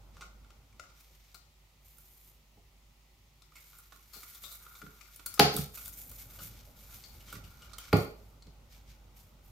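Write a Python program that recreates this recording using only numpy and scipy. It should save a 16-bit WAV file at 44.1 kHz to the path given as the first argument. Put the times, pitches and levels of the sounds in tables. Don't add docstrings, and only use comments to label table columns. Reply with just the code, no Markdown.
import sys
import numpy as np
from scipy import signal
from scipy.fft import rfft, irfft
from scipy.io import wavfile
from scipy.ndimage import uniform_filter1d

SR = 44100
rng = np.random.default_rng(int(sys.argv[2]) if len(sys.argv) > 2 else 0)


def digitize_waveform(pressure):
    field = np.atleast_2d(pressure).T
    bounded = np.clip(field, -1, 1)
    quanta = np.round(bounded * 32767).astype(np.int16)
    wavfile.write(sys.argv[1], SR, quanta)


N = 419391

# (t/s, block peak level/dB, ring f/Hz, hollow peak level/dB, treble peak level/dB,
# t60/s, held to 0.2 at most)
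TICKS = [(0.167, -81, 2140, -45, -66, 0.034), (0.208, -45, 2230, -42, -59, 0.04),
         (0.217, -46, 2080, -37, -51, .08), (0.445, -73, 2190, -55.5, -75, .02),
         (0.5026, -63, 2760, -49, -66, 0.026), (0.726, -58, 2290, -76, -76, .02),
         (0.7953, -40.5, 2080, -36.5, -58, 0.023), (0.8358, -76, 2350, -49, -74, .034),
         (0.8987, -63, 2190, -56.5, -73, 0.055), (1.0018, -61, 2420, -63, -49, .065),
         (1.3434, -44.5, 4200, -48.5, -40.5, 0.055), (1.982, -64, 6870, -59.5, -40, .021),
         (3.4191, -51.5, 3980, -52.5, -86, .026), (3.5197, -65, 2210, -53, -70, .025),
         (3.5538, -48.5, 2200, -56, -67, 0.13), (3.7294, -71, 2200, -56, -62, 0.13),
         (3.7838, -64, 6970, -53.5, -42, 0.08), (3.921, -59, 3530, -44, -64, 0.04),
         (3.959, -58, 3640, -52, -49, 0.023), (4.1323, -45.5, 4260, -49.5, -40.5, 0.26),
         (4.2301, -44.5, 2110, -44.5, -40, 0.058), (4.346, -47, 3600, -53.5, -38.5, 0.071),
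         (4.4353, -42.5, 3700, -48.5, -41, 0.25), (4.5136, -47.5, 3970, -51, -37, 0.23),
         (4.6632, -68, 3610, -42, -61, 0.024), (4.7506, -47, 3640, -51, -55, 0.097),
         (4.815, -73, 2230, -39, -69, 0.051), (4.864, -67, 1780, -43.5, -57, 0.019),
         (5.009, -46, 2330, -53, -74, 0.059), (5.055, -49.5, 2260, -66, -72, .03),
         (5.1596, -56, 4200, -56, -36, .02), (5.1937, -57, 2340, -45, -60, 0.034),
         (5.26, -35.5, 4440, -37, -19.5, 0.032), (5.3391, -38.5, 5230, -47, -28.5, 0.035),
         (5.375, -70, 2327, -38.5, -70, 0.044), (5.5632, -31, 3670, -42, -16, 0.028),
         (5.5719, -41.5, 3430, -33, -35, 0.037), (5.737, -69, 6840, -60, -52, 0.024),
         (5.7721, -46, 2560, -45.5, -35.5, 0.048), (5.8562, -42, 3630, -61, -31, 0.035),
         (5.8786, -43, 6870, -48, -30, .011), (5.9306, -49, 5900, -80, -37, 0.037),
         (6.093, -54.5, 6260, -80, -40, .03), (6.1125, -52, 6900, -50.5, -37, 0.032),
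         (6.3869, -51, 2900, -44.5, -51, 0.13), (7.036, -42.5, 4460, -63, -56, 0.092),
         (7.2046, -49, 2900, -84, -69, 0.049), (7.281, -47, 3100, -54, -65, 0.25),
         (7.3247, -52, 2880, -35, -33, 0.068), (7.353, -48, 1900, -47, -58, 0.068),
         (7.4377, -51, 2900, -69, -70, 0.084), (7.6185, -48.5, 2900, -50.5, -64, 0.072),
         (7.7318, -44.5, 4330, -49, -73, 0.06), (7.7822, -37.5, 3100, -44, -30, 0.026),
         (7.8383, -47, 2320, -63, -62, 0.035), (8.4223, -48, 4230, -64, -64, .023),
         (8.4672, -52.5, 4200, -80.5, -70, .028)]
# (f/Hz, width/Hz, level/dB)
BLOCK_RESONANCES = [(2250, 450, -1), (3650, 500, -2), (4450, 600, -2), (5500, 1000, -4), (6900, 900, -6)]
# (f/Hz, width/Hz, level per pass/dB)
CAVITY_RESONANCES = [(1100, 200, -6), (1270, 170, -2), (1400, 120, 0)]
TICK_SPREAD_DB = 5.5
RING_SHARPNESS, RING_DB = 14, 12


def ticks():
    out, t = np.zeros((2, N)), np.arange(5000) / SR
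    edge_filter = signal.butter(4, 8000, "high", fs=SR, output="sos")
    noises = rng.standard_normal((len(TICKS), 5000))
    for (s, block_db, hz, hollow_db, treble_db, t60), noise in zip(TICKS, noises):
        decay = amp(-60 * t / np.clip(t60, .004, .2))
        attack = np.minimum(t / 0.003, 1)
        burst = noise * decay * attack
        part_touched = (hz, hz / RING_SHARPNESS, RING_DB)
        block = ringing(burst, BLOCK_RESONANCES + [part_touched])
        walls = ringing(burst, [(800, 2200, -9.5)])
        hollow = through_cavity(burst) + walls
        edge = signal.sosfilt(edge_filter, burst)
        layers = (block_db, block), (hollow_db, hollow), (treble_db, edge)
        tick = sum(amp(db) * layer / abs(layer).max() for db, layer in layers)
        add(out, s, tick, TICK_SPREAD_DB * noise[-1])
    return out


def through_cavity(x):
    return ringing(ringing(x, CAVITY_RESONANCES), CAVITY_RESONANCES)


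# (t/s, level/dB, contact/ms)
THUMPS = [(0.209, -65, 1.4), (2.571, -65.5, 1.3), (4.159, -62.5, 1.6), (4.826, -56, 3), (4.856, -58.5, 2.7),
          (5.435, -32, 1.77), (5.544, -40, 2.3), (5.577, -41, 5.6), (5.608, -60, 6.2), (6.404, -63, 3.8),
          (6.438, -64.5, 5.2), (7.329, -61, 3), (7.355, -58.5, 4), (8.466, -62, 2.64)]
# (t/s, level/dB, crack peak level/dB, contact/ms, chatter/ms, left-right/dB)
SLAMS = [(5.394, -17.5, -6, .2, 6, -1.5), (7.928, -18.5, -18.5, 0.2, 4.94, 1.5)]
# (f/Hz, level per Hz/dB)
CRACK_SPECTRA = [
    [(880, -40), (1500, -2.5), (1790, -8.5), (3220, -6), (3550, -9.5), (4550, -2), (5770, -13), (7170, -16),
     (7920, -22.5), (12600, -14), (16000, -23.5)],
    [(880, -9.5), (1500, -23.5), (1720, -13), (2300, -11), (3520, -25.5), (4550, -12.5), (5330, -30.5),
     (11400, -35.5), (13900, -24), (16000, -47)],
]


def blows():
    out = np.zeros((2, N))
    for s, db, ms in THUMPS:
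        end = 1 + (s > 6)
        add(out, s, amp(db) * wood(contact(ms), end))
    for k, (s, db, crack_db, ms, chatter_ms, pan_db) in enumerate(SLAMS):
        add(out, s, amp(db) * wood(contact(ms), end=k + 1))
        add(out, s, amp(crack_db) * crack(CRACK_SPECTRA[k], chatter_ms), pan_db)
    return out


# (f/Hz, level struck at the far end/dB, level struck at the near end/dB)
WOOD_MODES = [(75.6, -10.5, -10.5), (104.5, -22.5, -0.5), (142.6, 0, -3), (172, -7, -2), (206, 3, -1.5),
              (241, -8.5, -12), (274, -2, -3.5), (333, -11, -8.5), (364, -10, -8.5), (424, 7, 1.5),
              (495, -0.5, -9.5), (560.6, -1, -5.5), (630, -8.5, -9), (669, 3, -10.5), (735, 5.5, -7),
              (827, 9, -3.5), (937, -11.5, -12), (1052, 2, -7.5), (1164, -7.5, -7), (1264, 5.5, -8.5),
              (1420, -2, -2.5), (1522, -12, -31), (1890, -14.5, -16), (2305, -14.5, -5), (2750, -26, -39),
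              (3300, -14.5, -17), (3845, -11, -37.5), (4750, -3.5, -18), (5120, -10, -25)]


def wood(push, end):
    t, ring = np.arange(SR // 2) / SR, 0
    for k, mode in enumerate(WOOD_MODES):
        hz, db = mode[0], mode[end]
        t60 = .27 * (100 / hz) ** .68
        rise = 1 - np.exp(-t * hz / 0.43)
        sign = (-1) ** k
        ring = ring + sign * amp(db - 60 * t / t60) * rise * np.sin(2 * np.pi * hz * t)
    out = signal.fftconvolve(ring, push)
    return out / np.sqrt(np.mean(out[:600] ** 2))


def contact(ms):
    return np.hanning(max(round(ms * SR / 1000), 1) + 2)


def crack(spectrum, ms):
    hz = np.fft.rfftfreq(4096, 1 / SR)
    band_delay = np.repeat(rng.random(65) ** 2, 32)[:len(hz)]
    delay = .001 + ms / 1000 * uniform_filter1d(band_delay, size=16)
    phase = -2 * np.pi * np.cumsum(delay) * hz[1]
    out = irfft(amp(read(spectrum, hz)) * np.exp(1j * phase))[:2048]
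    return out / abs(out).max()


# (f/Hz, level per Hz/dB)
FIZZ_SPECTRUM = [(4120, -41.5), (7000, -6.5), (8240, -12), (9590, -3), (10400, -9), (11800, 1), (14600, 2),
                 (16000, -25)]
BODY_SPECTRUM = [(880, -32.5), (1500, -4.5), (2020, -4.5), (2200, 3), (2630, -3.5), (3630, -0.5),
                 (6000, -1.5), (6670, -6.5), (9000, -16), (11700, -54), (19800, -120)]


def scuff():
    pressure = evened(amp(1.6 * slow(size=400)))
    slips = pressure * (.8 * grains(3000, 4.) + .9 * rng.standard_normal((2, N)))
    fizz = stroked(column=2) * coloured(slips, FIZZ_SPECTRUM)
    body = stroked(column=3) * coloured(slips, BODY_SPECTRUM)
    return fizz + body


# (f/Hz, width per pass/Hz, level/dB)
JOINTS = [(2300, 160, -11.5), (3700, 260, -15.5)]


def rattle():
    clicks = grains(900, 3.)
    cavity = evened(through_cavity(clicks))
    joints = 0
    for hz, width, db in JOINTS:
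        resonance = [(hz, width, 0)]
        joints = joints + amp(db) * evened(ringing(ringing(clicks, resonance), resonance))
    return stroked(column=4) * (cavity + joints)


# (start t/s, hold/s, fizz level/dB, body level/dB, seeds level/dB)
STROKES = [(0.147, 0.12, -76, -67, -83), (0.454, 0.36, -97, -85, -92), (0.8, 0.19, -84, -72, -80),
           (0.962, .2, -70.5, -70.5, -95), (1.2, 0.14, -75, -70.5, -95), (1.854, 0.45, -62.5, -73, -91),
           (3.412, 0.11, -80, -88, -84), (3.56, 0.13, -61, -65.5, -80), (3.725, 0.057, -63, -70, -68.5),
           (3.797, 0.34, -66, -69.5, -87), (4.142, 0.23, -56, -62.5, -69), (4.418, .14, -53, -62.5, -74),
           (4.618, 0.17, -58, -66.5, -65.5), (4.84, 0.25, -65, -69, -70.5), (5.126, 0.069, -59, -62.5, -90),
           (5.266, 0.27, -61, -62, -67), (5.538, 0.082, -45.5, -50, -75), (5.747, 0.13, -49.5, -59, -71),
           (5.93, .05, -55, -65.5, -84), (5.984, 0.053, -47.5, -61.5, -78), (6.098, 0.13, -54, -63.5, -83),
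           (6.194, 0.057, -56.5, -63, -77), (6.301, 0.073, -53.5, -60.5, -68.5),
           (6.422, 0.042, -47, -56, -73), (6.509, 0.098, -62.5, -60.5, -76), (6.655, 0.058, -64, -70, -88),
           (6.77, 0.096, -59.5, -63.5, -74), (6.89, .04, -58, -63, -70), (6.937, 0.021, -52.5, -57, -73),
           (7.01, 0.23, -62.5, -65.5, -77), (7.279, 0.094, -60, -58.5, -64.5), (7.447, .2, -65, -65.5, -69),
           (7.65, 0.098, -72, -65, -65), (7.785, 0.1, -61.5, -57.5, -63.5), (7.967, 0.049, -51, -53.5, -83),
           (8.1, 0.23, -73, -79, -89), (8.719, .04, -66, -62, -94), (8.88, .05, -72, -65.5, -108),
           (9.173, 0.037, -63.5, -67.5, -97), (9.258, .03, -72, -76.5, -94), (9.45, .06, -67, -75, -98.5)]
RISE_DB_PER_S, FADE_DB_PER_S = 606.5, 212.5


def stroked(column):
    t = np.arange(0, N / SR, .001)
    start, hold, db = np.array(STROKES).T[[0, 1, column], :, None]
    before, after = np.maximum(start - t, 0), np.maximum(t - start - hold, 0)
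    below_db = RISE_DB_PER_S * before + FADE_DB_PER_S * after
    return curve(np.c_[t, np.linalg.norm(amp(db - below_db), axis=0)])


def grains(per_s, spread_db):
    size = amp(spread_db * np.minimum(rng.exponential(1, N), 4)) * rng.choice([-1., 1.], N)
    return evened(size * (rng.random(N) < per_s / SR))


# (f/Hz, t60/s)
ROOM_DECAY = [(100, 0.066), (400, 0.47), (1500, 0.36), (5000, 0.44), (14000, 0.22)]
# (f/Hz, level/dB)
WALLS = [(300, -1), (1500, -1.5), (4500, -4.5), (12000, -2)]


def room(x):
    taps = np.zeros((2, SR))
    at = np.arange(200, SR - 20, 20) + rng.integers(0, 20, (2, (SR - 201) // 20))
    np.put_along_axis(taps, at, rng.choice([-1., 1.], at.shape), 1)
    hz, t, z = signal.stft(taps, SR, nperseg=256)
    decay = amp(-60 * t / read(ROOM_DECAY, hz)[:, None])
    tail = signal.istft(z * decay, SR, nperseg=256)[1]
    wet = signal.fftconvolve(x, tail / np.linalg.norm(tail[0]), axes=1)[:, :N]
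    return irfft(rfft(wet) * amp(read(WALLS, np.fft.rfftfreq(N, 1 / SR))), N)


# (f/Hz, side level/dB)
PORT_WIDTH = [(60, -8), (150, -12), (400, -8), (1500, 2.5), (5000, 4)]
# (f/Hz, left-right/dB)
PORT_BALANCE = [(60, -0.5), (300, -3.5), (1200, -3), (2500, -0.5), (5000, 7.5), (9000, 1.5), (13000, 3)]


def ports(x):
    hz, (left, right) = np.fft.rfftfreq(N, 1 / SR), rfft(x)
    mid = (left + right) / 2
    side = (left - right) / 2 * amp(read(PORT_WIDTH, hz))
    lean = amp(read(PORT_BALANCE, hz) / 2)
    return irfft(np.array([(mid + side) * lean, (mid - side) / lean]), N)


# (t/s, rumble level/dB)
ROOM_TONE = [(0.0, -58.5), (0.43, -61), (0.9, -68), (1.74, -70), (2.5, -68.5), (3.5, -70.5), (4.6, -68.5),
             (5.3, -67), (5.85, -60), (6.4, -57.5), (6.8, -60.5), (7.17, -59), (8.3, -60.5), (9.51, -61.5)]
# (f/Hz, width/Hz, level/dB)
DRONES = [(148, 2.3, -79), (370, 10, -86)]
# (f/Hz, level per Hz/dB)
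RUMBLE_SPECTRUM = [(36, -28.5), (62, 8.5), (81, -7), (146, -17), (169, -19), (232, -17), (315, -28),
                   (370, -22), (401, -28), (559, -23), (721, -30), (812, -23), (966, -30.5), (1500, -30.5),
                   (1950, -61), (3300, -120)]
HISS_SPECTRUM = [(410, -34), (700, -11.5), (728, -10), (1110, -11), (1300, -10), (1460, -23), (1970, -8.5),
                 (6830, -14.5), (9110, -20.5), (14600, -16.5), (16000, -23)]
HISS_DB = -69
HUM_HZ, HUM_OVER_DB, HUM_FOLLOWS, WAVER_DB = 50.7, 5.5, 0.71, 2


def room_tone():
    tone_db = curve(ROOM_TONE)
    waver_db = WAVER_DB * np.minimum(slow(size=2500) ** 2, 4)
    hum_db = -64 + HUM_FOLLOWS * (tone_db + 64) + HUM_OVER_DB - waver_db
    hum_hz = HUM_HZ + 1.3 * slow(size=3000)
    sine = np.sqrt(2) * np.sin(2 * np.pi * np.cumsum(hum_hz) / SR)
    hum = sine * amp(hum_db) * amp([[-.9], [.9]])
    drones = 0
    for hz, width, db in DRONES:
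        drones = drones + amp(db) * evened(ringing(rng.standard_normal(N), [(hz, width, 0)]))
    rumble = amp(tone_db) * air(RUMBLE_SPECTRUM, patchy_db=1.5, likeness=1.05)
    hiss = amp(HISS_DB) * air(HISS_SPECTRUM, patchy_db=0.43, likeness=0.84)
    return hum + drones + rumble + hiss


# (f/Hz, correlation)
LIKENESS = [(60, 0.95), (180, 0.84), (550, 0.65), (1650, 0.13), (4970, 0.21), (15000, 0.36)]


def air(spectrum, patchy_db, likeness):
    hz = np.fft.rfftfreq(1024, 1 / SR)
    a, b, c, d, patches = rng.standard_normal((N // 256 + 5, 513, 5)).T
    patches = uniform_filter1d(uniform_filter1d(patches, size=10, axis=0), size=10, axis=1)
    same = np.clip(likeness * read(LIKENESS, hz), -1, 1)[:, None]
    left, other = a + 1j * b, c + 1j * d
    z = np.array([left, same * left + np.sqrt(1 - same ** 2) * other])
    z *= amp(read(spectrum, hz)[:, None] + patchy_db * evened(patches))
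    return evened(signal.istft(z, nperseg=1024, noverlap=768)[1][:, :N])


def slow(size):
    return evened(uniform_filter1d(uniform_filter1d(rng.standard_normal(N), size=size), size=size))


def ringing(x, resonances):
    return sum(amp(db) * signal.lfilter(*signal.iirpeak(hz, hz / width, SR), x)
               for hz, width, db in resonances)


def coloured(x, spectrum):
    hz = np.fft.rfftfreq(x.shape[-1], 1 / SR)
    return evened(irfft(rfft(x) * amp(read(spectrum, hz)), x.shape[-1]))


def amp(db):
    return 10 ** (np.asarray(db) / 20)


def evened(x):
    return x / np.sqrt(np.mean(x ** 2) + 1e-20)


def read(points, hz):
    f, value = np.transpose(points)
    return np.interp(np.log(hz + 1), np.log(f + 1), value)


def curve(rows):
    return np.interp(np.arange(N) / SR, *np.transpose(rows))


def add(mix, s, sound, pan_db=0.):
    part = mix[:, round(s * SR):][:, :sound.shape[-1]]
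    part += amp([[pan_db / 2], [-pan_db / 2]]) * sound[..., :part.shape[1]]


NEAR_WET_DB = -3.5


def scene():
    knocks = blows()
    near = ticks() + rattle()
    wet = room(knocks + amp(NEAR_WET_DB) * near)
    return ports(knocks + amp(0.5) * wet) + near + scuff() + room_tone()


EDGE_HZ = 15850


def record(dry):
    low_pass = signal.firwin(511, EDGE_HZ, window=("kaiser", 9), fs=SR)
    return signal.oaconvolve(dry, low_pass[None], "same")


dry = scene()
out = record(dry)
digitize_waveform(out)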